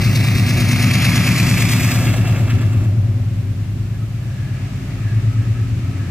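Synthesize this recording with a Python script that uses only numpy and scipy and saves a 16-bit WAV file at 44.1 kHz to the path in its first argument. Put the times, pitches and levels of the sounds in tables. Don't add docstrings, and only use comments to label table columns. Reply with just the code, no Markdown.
import sys
import numpy as np
from scipy import signal
from scipy.fft import rfft, irfft
from scipy.io import wavfile

SR = 44100
rng = np.random.default_rng(int(sys.argv[2]) if len(sys.argv) > 2 else 0)


def output_pcm(signal):
    pcm = np.clip(np.atleast_2d(signal).T, -1, 1) * 32767
    wavfile.write(sys.argv[1], SR, np.round(pcm).astype(np.int16))


def gain_from_db(level_db):
    decades = np.asarray(level_db, float) / 20
    return 10 ** decades


N = 269010
TIME_S = np.arange(N) / SR


def rms_one(x):
    return x / np.sqrt(np.mean(x ** 2) + 1e-20)


def in_time(rows):
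    s, *columns = np.transpose(rows)
    return [np.interp(TIME_S, s, column) for column in columns]


def ramp(start_s, end_s):
    return np.interp(TIME_S, [start_s, end_s], [0, 1])


def at_hz(points, hz):
    point_hz, value = np.transpose(points)
    return np.interp(np.log(hz), np.log(point_hz), value)


def drift(rate_hz):
    r = np.exp(-80 * np.pi * rate_hz / SR)
    slow = signal.lfilter([1], [1, -2 * r, r * r], rng.standard_normal(N // 40 + 2002))
    slow = slow[2000:]
    return np.interp(np.arange(N) / 40, np.arange(len(slow)), rms_one(slow))


def coloured(spectrum, low_hz, high_hz):
    hz = np.fft.rfftfreq(N, 1 / SR) + 1
    edges = 1 / np.sqrt((1 + (low_hz / hz) ** 12) * (1 + (hz / high_hz) ** 12))
    noise = rfft(rng.standard_normal(N))
    return rms_one(irfft(noise * gain_from_db(at_hz(spectrum, hz)) * edges, N))


# (frequency [Hz], left-right correlation [0 to 1])
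PORT_LIKENESS = [(60, 0.59), (300, 0.97), (500, 0.83), (1000, 0.15), (2000, 0.85), (3000, 0.04),
                 (16000, 0.029)]


def diffuse(spectrum, low_hz, high_hz):
    side_colour = []
    for hz, likeness in [(hz, np.clip(c, 0, .99)) for hz, c in PORT_LIKENESS]:
        side_colour.append((hz, likeness))
    alike = side_colour
    side_colour = [(hz, db + 10 * np.log10((1 - at_hz(alike, hz)) / (1 + at_hz(alike, hz)))) for hz, db in spectrum]
    hz = np.geomspace(low_hz, high_hz, num=200)
    side_power = np.sum(hz * gain_from_db(2 * at_hz(side_colour, hz)))
    mid_power = np.sum(hz * gain_from_db(2 * at_hz(spectrum, hz)))
    mid = coloured(spectrum, low_hz, high_hz)
    side = np.sqrt(side_power / mid_power) * coloured(side_colour, low_hz, high_hz)
    return mid + side * [[1], [-1]]


# (time [s], four-stroke cycle rate [Hz])
ENGINE_CYCLE = [(0, 8.975), (1.6, 8.96), (2.6, 8.88), (3.6, 8.75), (4.5, 8.73), (6.1, 8.76)]


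def engine_turns():
    return np.cumsum(in_time(ENGINE_CYCLE)[0]) / SR


# (time [s], level [dB])
BOOM_PASSING = [(0, -19.5), (0.599, -19), (1.8, -23.5), (3, -19), (3.8, -36), (4.3, -34), (4.7, -49.5),
                (5.1, -26.5), (6.1, -32)]
# (time [s], level [dB])
BOOM_FOLLOWING = [(2.4, -50), (3.4, -28.5), (4.6, -28), (4.9, -38.5), (5.2, -26.5), (5.6, -26.5),
                  (6.1, -27)]
# (lead [cycles], lead gained [cycles/s], echo share [gain],
# echo lag [cycles], lag growth [cycles/s])
STACK_ECHOES = [
    (.0282, .007, .345, .0968, .0319),
    (.5713, .0339, .85, .4392, .0611),
]
# (order [per cycle], level [dB])
PIPE_ORDERS = [(11, -3), (12, 1.5), (13, 1.8)]


def pipe_boom(turns):
    out = 0
    for rows, (lead, gained, echo, lag, growth) in zip((BOOM_PASSING, BOOM_FOLLOWING), STACK_ECHOES):
        stack_db, = in_time(rows)
        direct = 2 * np.pi * (turns + lead + gained * TIME_S)
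        echoed = direct - 2 * np.pi * (lag + growth * TIME_S)
        for order, db in PIPE_ORDERS:
            turn = 4.17 * (order > 12.5)
            wave = np.cos(order * direct - turn) + echo * np.cos(order * echoed - turn)
            out = out + np.sqrt(2) * gain_from_db(stack_db + db) * wave
    return out


# (order [per cycle], level [dB])
OTHER_ORDERS = [(5, -9), (6, -4.5), (8, -6), (9, -47), (10, 2), (14, -31), (15, 4.5), (16, -5), (17, -4.5),
                (19, -2), (20, -4), (21, -5.5), (22, -4), (23, -9.5)]


def other_orders(turns):
    deck, coming = ramp(1.68, 3.2), ramp(4.2, 4.4)
    upper_db = -16 + 0.64 * in_time(ROAR_SWELL)[0] - 9 * deck + 2 * coming
    per_order_db = -0.42 * deck + 0.0535 * coming
    walls = np.interp(TIME_S, [2.5, 3.5], [.15, .9])
    top = [(order, -15 - 0.1 * (order - 25)) for order in range(25, 34)]
    out = 0
    for order, db in OTHER_ORDERS + top:
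        angle = 2 * np.pi * (order * turns + rng.random())
        beat = (1 + walls * drift(0.46)) * np.cos(angle) + walls * drift(0.97) * np.sin(angle)
        beat = beat / np.sqrt(1 + 2 * walls ** 2)
        level_db = upper_db + (order - 14) * per_order_db if order > 13 else -26
        out = out + gain_from_db(db + level_db - 4) * beat
    return out


# (time [s], level [dB])
ROAR_SWELL = [(0, -5), (.5, -4.5), (1.15, 0.0), (1.9, -4.5)]
# (time [s], level [dB])
DECK_SHADE = [(1.9, -2), (2.15, -8.5), (2.2, -10.5), (2.55, -16), (2.85, -19), (2.92, -31), (4.5, -40)]
# (time [s], lift [dB])
PLUME_GUSTS = [(2.09, 4.5), (2.27, 4), (2.358, 5.5), (2.51, 7.5), (2.61, 5)]
# (best level [dB], share of swell [ratio], gain towards the jet axis [dB/s],
# share of shade [ratio], share of gusts [ratio])
ROAR_LAYERS = [
    (-37.5, 0.1, 2, 0.72, .2),
    (-34.5, 0.73, 1.7, 0.65, .5001),
    (-22, 1.05, 1.06, 1, 1.1),
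    (-26.5, 0.81, 0.6, 1.5, 0.68),
    (-36, 0.27, 3.5, 1.4, 0.28),
]


def roar_levels():
    swell_db, = in_time(ROAR_SWELL)
    shade_s, shade_db = np.transpose(DECK_SHADE)
    gust_db = sum(db * np.exp(-((TIME_S - at) / 0.025) ** 2) for at, db in PLUME_GUSTS)
    levels = []
    for (db, swell, axis_db, shade, gust), late_s in zip(ROAR_LAYERS, [0.35, 0, 0, 0, 0]):
        level = db + swell * swell_db + axis_db * np.minimum(TIME_S, shade_s[0])
        level = level + shade * np.interp(TIME_S - late_s, shade_s, shade_db)
        levels.append(level + gust * gust_db)
    return levels


# (time [s], peak level [dB])
STACK_CRACKS = [(0.383, -22.5), (0.6236, -12), (0.9084, -9), (1.046, -6), (1.274, -20), (1.8906, -21),
                (2.1395, -20), (2.254, -20.5), (2.5062, -24.5)]


def cracks():
    s, peak_db = np.transpose(STACK_CRACKS)
    clicks = np.zeros(N)
    clicks[np.round(s * SR).astype(int)] = 1.1 * gain_from_db(0.084 * (peak_db + 16))
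    fade = np.exp(-1 / (0.0033 * SR))
    return 1 + signal.lfilter([1], [1, -fade], clicks + 1e-18)


# (place [share of cycle], throat lift [dB], hiss lift [dB], width [share of cycle])
CYLINDER_PUFFS = [(.19, 4, 6, 0.072), (.43, 2, 7.5, 0.089), (.57, 5, 5.5, 0.026), (.83, 4.5, 4, 0.015)]
# (frequency [Hz], density [dB per Hz])
LOW_COLOUR = [(220, -33), (380, -12.5), (449, -10.5), (489, -4), (660, -2), (744, -2), (807, -8.5),
              (1000, -7), (1210, -1.5), (1500, -7), (1950, -12), (3300, -120)]
# (frequency [Hz], density [dB per Hz])
OPEN_THROAT = [(820, -18), (1400, -7.5), (1470, -12), (1660, -2.5), (1810, -6.5), (1930, -2), (2240, 0.5),
               (2690, -1.5), (3030, -19), (3400, -10.5), (4420, -29), (7480, -120)]
# (frequency [Hz], density [dB per Hz])
SHADED_THROAT = [(820, -13), (1400, 1), (1470, -12), (1680, 5.5), (1830, -5.5), (2280, 0.5), (2470, -6),
                 (2680, 4.5), (2950, -10), (3400, -7.5), (4420, -37), (7480, -120)]
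# (frequency [Hz], density [dB per Hz])
HISS_COLOUR = [(1940, -18), (3300, -2), (3550, -2), (4240, -1), (5300, -3.5), (7820, -12.5), (8810, -14.5),
               (10600, -11), (13000, -11), (14900, -7), (15900, 1)]


def roar(turns):
    low_db, middle_db, throat_db, hiss_db, top_db = roar_levels()
    throat_puff, hiss_puff = 0, 0
    uneven = rng.normal(1, .22, (int(turns[-1]) + 1, len(CYLINDER_PUFFS)))
    for k, (share, throat_lift, hiss_lift, width) in enumerate(CYLINDER_PUFFS):
        bump = np.exp(-((turns % 1 - share) / width) ** 2) * uneven[turns.astype(int), k]
        throat_puff = throat_puff + throat_lift * bump
        hiss_puff = hiss_puff + hiss_lift * bump
    flutter = .8 * drift(60)
    shade = np.interp(TIME_S, [1.7, 2.2], [0, np.pi / 2])
    throat = np.cos(shade) * coloured(OPEN_THROAT, 1470, 3800)
    throat += np.sin(shade) * coloured(SHADED_THROAT, 1300, 3900)
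    out = gain_from_db(low_db + 0.95 * throat_puff + 1.2 * drift(29)) * coloured(LOW_COLOUR, 440, 840)
    out += gain_from_db(middle_db + 0.55 * throat_puff + flutter) * coloured(LOW_COLOUR, 855, 1460)
    out += gain_from_db(throat_db - 1.14 + throat_puff + flutter) * cracks() * throat
    out += gain_from_db(hiss_db - 1 + hiss_puff + flutter) * coloured(HISS_COLOUR, 2270, 6160)
    out += gain_from_db(top_db + 3 + 0.92 * hiss_puff + flutter) * coloured(HISS_COLOUR, 6120, 13300)
    return out


# (width [Hz], share left at centre on the right [ratio], on the left [ratio])
CANCEL_DEPTH = [(1060, 0.67, 1), (740, 1, 1), (1900, 0.48, 1), (1100, 0.96, 0.99)]
# (centre before the swing [Hz], centre after [Hz], bend [exponent])
CANCEL_PATH = [(3400, 4210, 2), (6940, 10500, 1.2), (10350, 13200, .6), (13200, 15200, 0.91)]


def ports(x):
    hz, s, cells = signal.stft(x, SR, nperseg=1024)
    swing_s = 2.54
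    swing = np.minimum(s / swing_s, 1)
    lag_ms = 0.094 * np.minimum(s / swing_s, 1.3) ** 2
    peak_db = -2 + 13.5 * swing
    second_share = 0.52 + 0.48 * np.exp(-s / .25)
    hz = hz[:, None]
    left = np.exp(-2j * np.pi * 7 * np.tanh(hz / 7000) * lag_ms)
    right = gain_from_db(-1.2 / (1 + (hz / 800) ** 4) + peak_db * np.exp(-((hz - 7700) / 900) ** 2)) + 0j
    for path, depth, turn in zip(CANCEL_PATH, CANCEL_DEPTH, [1, second_share, 1, 1]):
        start_hz, end_hz, bend = path
        width, right_share, left_share = depth
        sway = 1 + .025 * drift(8)[np.minimum(s * SR, N - 1).astype(int)]
        centre = (start_hz + (end_hz - start_hz) * swing ** bend) * sway
        off = centre ** 2 - hz ** 2
        around = off + 1j * width * hz
        right = right * (off - 1j * turn * right_share * width * hz) / around
        left = left * (off + 1j * left_share * width * hz) / around
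    direct = signal.istft(cells * np.array([left, right]), SR, nperseg=1024)[1][:, :N]
    bright = signal.sosfilt(signal.butter(2, 2500, "high", fs=SR, output="sos"), x)
    walls = np.array([np.roll(bright, lag) for lag in (1517, 2203)])
    walls_db = np.interp(TIME_S, [1.9, 2.3], [-10, -5])
    return direct + gain_from_db(walls_db) * walls


# (time [s], frequency [Hz], level [dB])
LOW_HUM = [(0, 246, -39), (.4, 241.6, -26.5), (1.5, 247.3, -29), (2.5, 248, -31.5), (3.5, 247.9, -39.5),
           (4.2, 248.6, -53), (4.6, 262.5, -42.5), (6.1, 264.5, -39)]
# (time [s], frequency [Hz], level [dB])
HIGH_HUM = [(0, 559, -40.5), (1, 562, -69), (2.6, 555, -49), (3.8, 546.7, -60), (6.1, 553, -61)]


def hum(rows):
    hz, db = in_time(rows)
    phase = 2 * np.pi * np.cumsum(hz + 1.083 * drift(4)) / SR
    return np.sqrt(2) * gain_from_db(db + 2 * drift(10)) * np.sin(phase)


def bass(turns):
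    centre = pipe_boom(turns) + other_orders(turns) + hum(LOW_HUM) + hum(HIGH_HUM)
    wall = gain_from_db(-29) * np.roll(centre, 1500)
    return np.array([centre + wall, centre - wall]) * gain_from_db([[.65], [-.65]])


# (time [s], level [dB])
BODY_CLOSENESS = [(0, -45.5), (2.4, -44.5), (2.9, -57), (3.5, -59.5), (4.06, -61.5), (4.26, -54.5),
                  (4.66, -47), (5.25, -46), (5.7, -49.5), (6.1, -45)]
# (frequency [Hz], density [dB per Hz])
NEXT_COLOUR = [(900, -38), (1200, 10.5), (1450, -25), (1750, 9), (2300, 8), (2750, 5), (3100, -35)]


def engine_bodies():
    body_db, = in_time(BODY_CLOSENESS)
    return gain_from_db(body_db - 2 + drift(2.9)) * diffuse(NEXT_COLOUR, 900, 2900)


# (middle [s], length [s], level [dB])
RAIL_CONTACTS = [
    [(4.02, 0.068, -51), (4.7, 0.38, -54), (5.02, 0.11, -51.5), (5.32, 0.31, -48.5), (5.6, .15, -53.5),
     (5.97, 0.28, -50)],
    [(3.95, .06, -54), (4.4, 0.36, -49.5), (4.75, 0.42, -59), (5.1, 0.13, -44), (5.42, 0.077, -48),
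     (5.6, .12, -51), (6.05, .16, -47)],
]


def rails():
    out = 0
    for rows, (hz, width) in zip(RAIL_CONTACTS, [(1290, 30), (1680, 62)]):
        resonance = [(hz - 3 * width, -30), (hz - width, -4), (hz, 0), (hz + width, -4), (hz + 3 * width, -30)]
        contact = sum(gain_from_db(db) / (1 + (2 * (TIME_S - at) / length) ** 4) for at, length, db in rows)
        out = out + contact * gain_from_db(0.94 * drift(21)) * diffuse(resonance, 900, 2200)
    return out


# (frequency [Hz], density [dB per Hz])
RUMBLE_COLOUR = [(25, -30), (38, -14), (60, -13), (90, -11), (115, -10), (140, -11), (210, -15), (375, -19),
                 (450, -34)]


def rumble():
    level_db = -24.5 - 9.5 * ramp(2.54, 3.33) + 3.5 * ramp(5.3, 5.66)
    return gain_from_db(level_db + drift(7.6)) * diffuse(RUMBLE_COLOUR, 25, 456) * gain_from_db([[.8], [-.8]])


# (frequency [Hz], density [dB per Hz])
ROLLING_COLOUR = [(300, -12), (390, 1.5), (466, -12.5), (560, -7.5), (720, -9), (900, -14.5), (1500, -13),
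                  (2700, -13.5), (3200, -18.5), (7900, -25.5), (8900, -29.5), (13000, -28), (16000, -34)]


def rolling():
    body_db, = in_time(BODY_CLOSENESS)
    level_db = -41.5 + .25 * (body_db - body_db.max())
    wheels = gain_from_db(level_db + 0.29 * drift(13)) * diffuse(ROLLING_COLOUR, 434, 9400) * gain_from_db([[.5], [-.5]])
    return wheels + gain_from_db(-58) * diffuse(ROLLING_COLOUR, 8500, 26000)


def scene():
    turns = engine_turns()
    return bass(turns) + ports(roar(turns)) + engine_bodies() + rails() + rumble() + rolling()


def roll_off(x):
    return signal.sosfilt(signal.butter(12, 16080, fs=SR, output="sos"), x)


def record(dry):
    dry = signal.sosfilt(signal.butter(2, 36, "high", fs=SR, output="sos"), dry)
    mix = signal.sosfilt(signal.ellip(10, .5, 70, 15500, fs=SR, output="sos"), dry)
    return roll_off(mix)


dry = scene()
out = record(dry)
output_pcm(out)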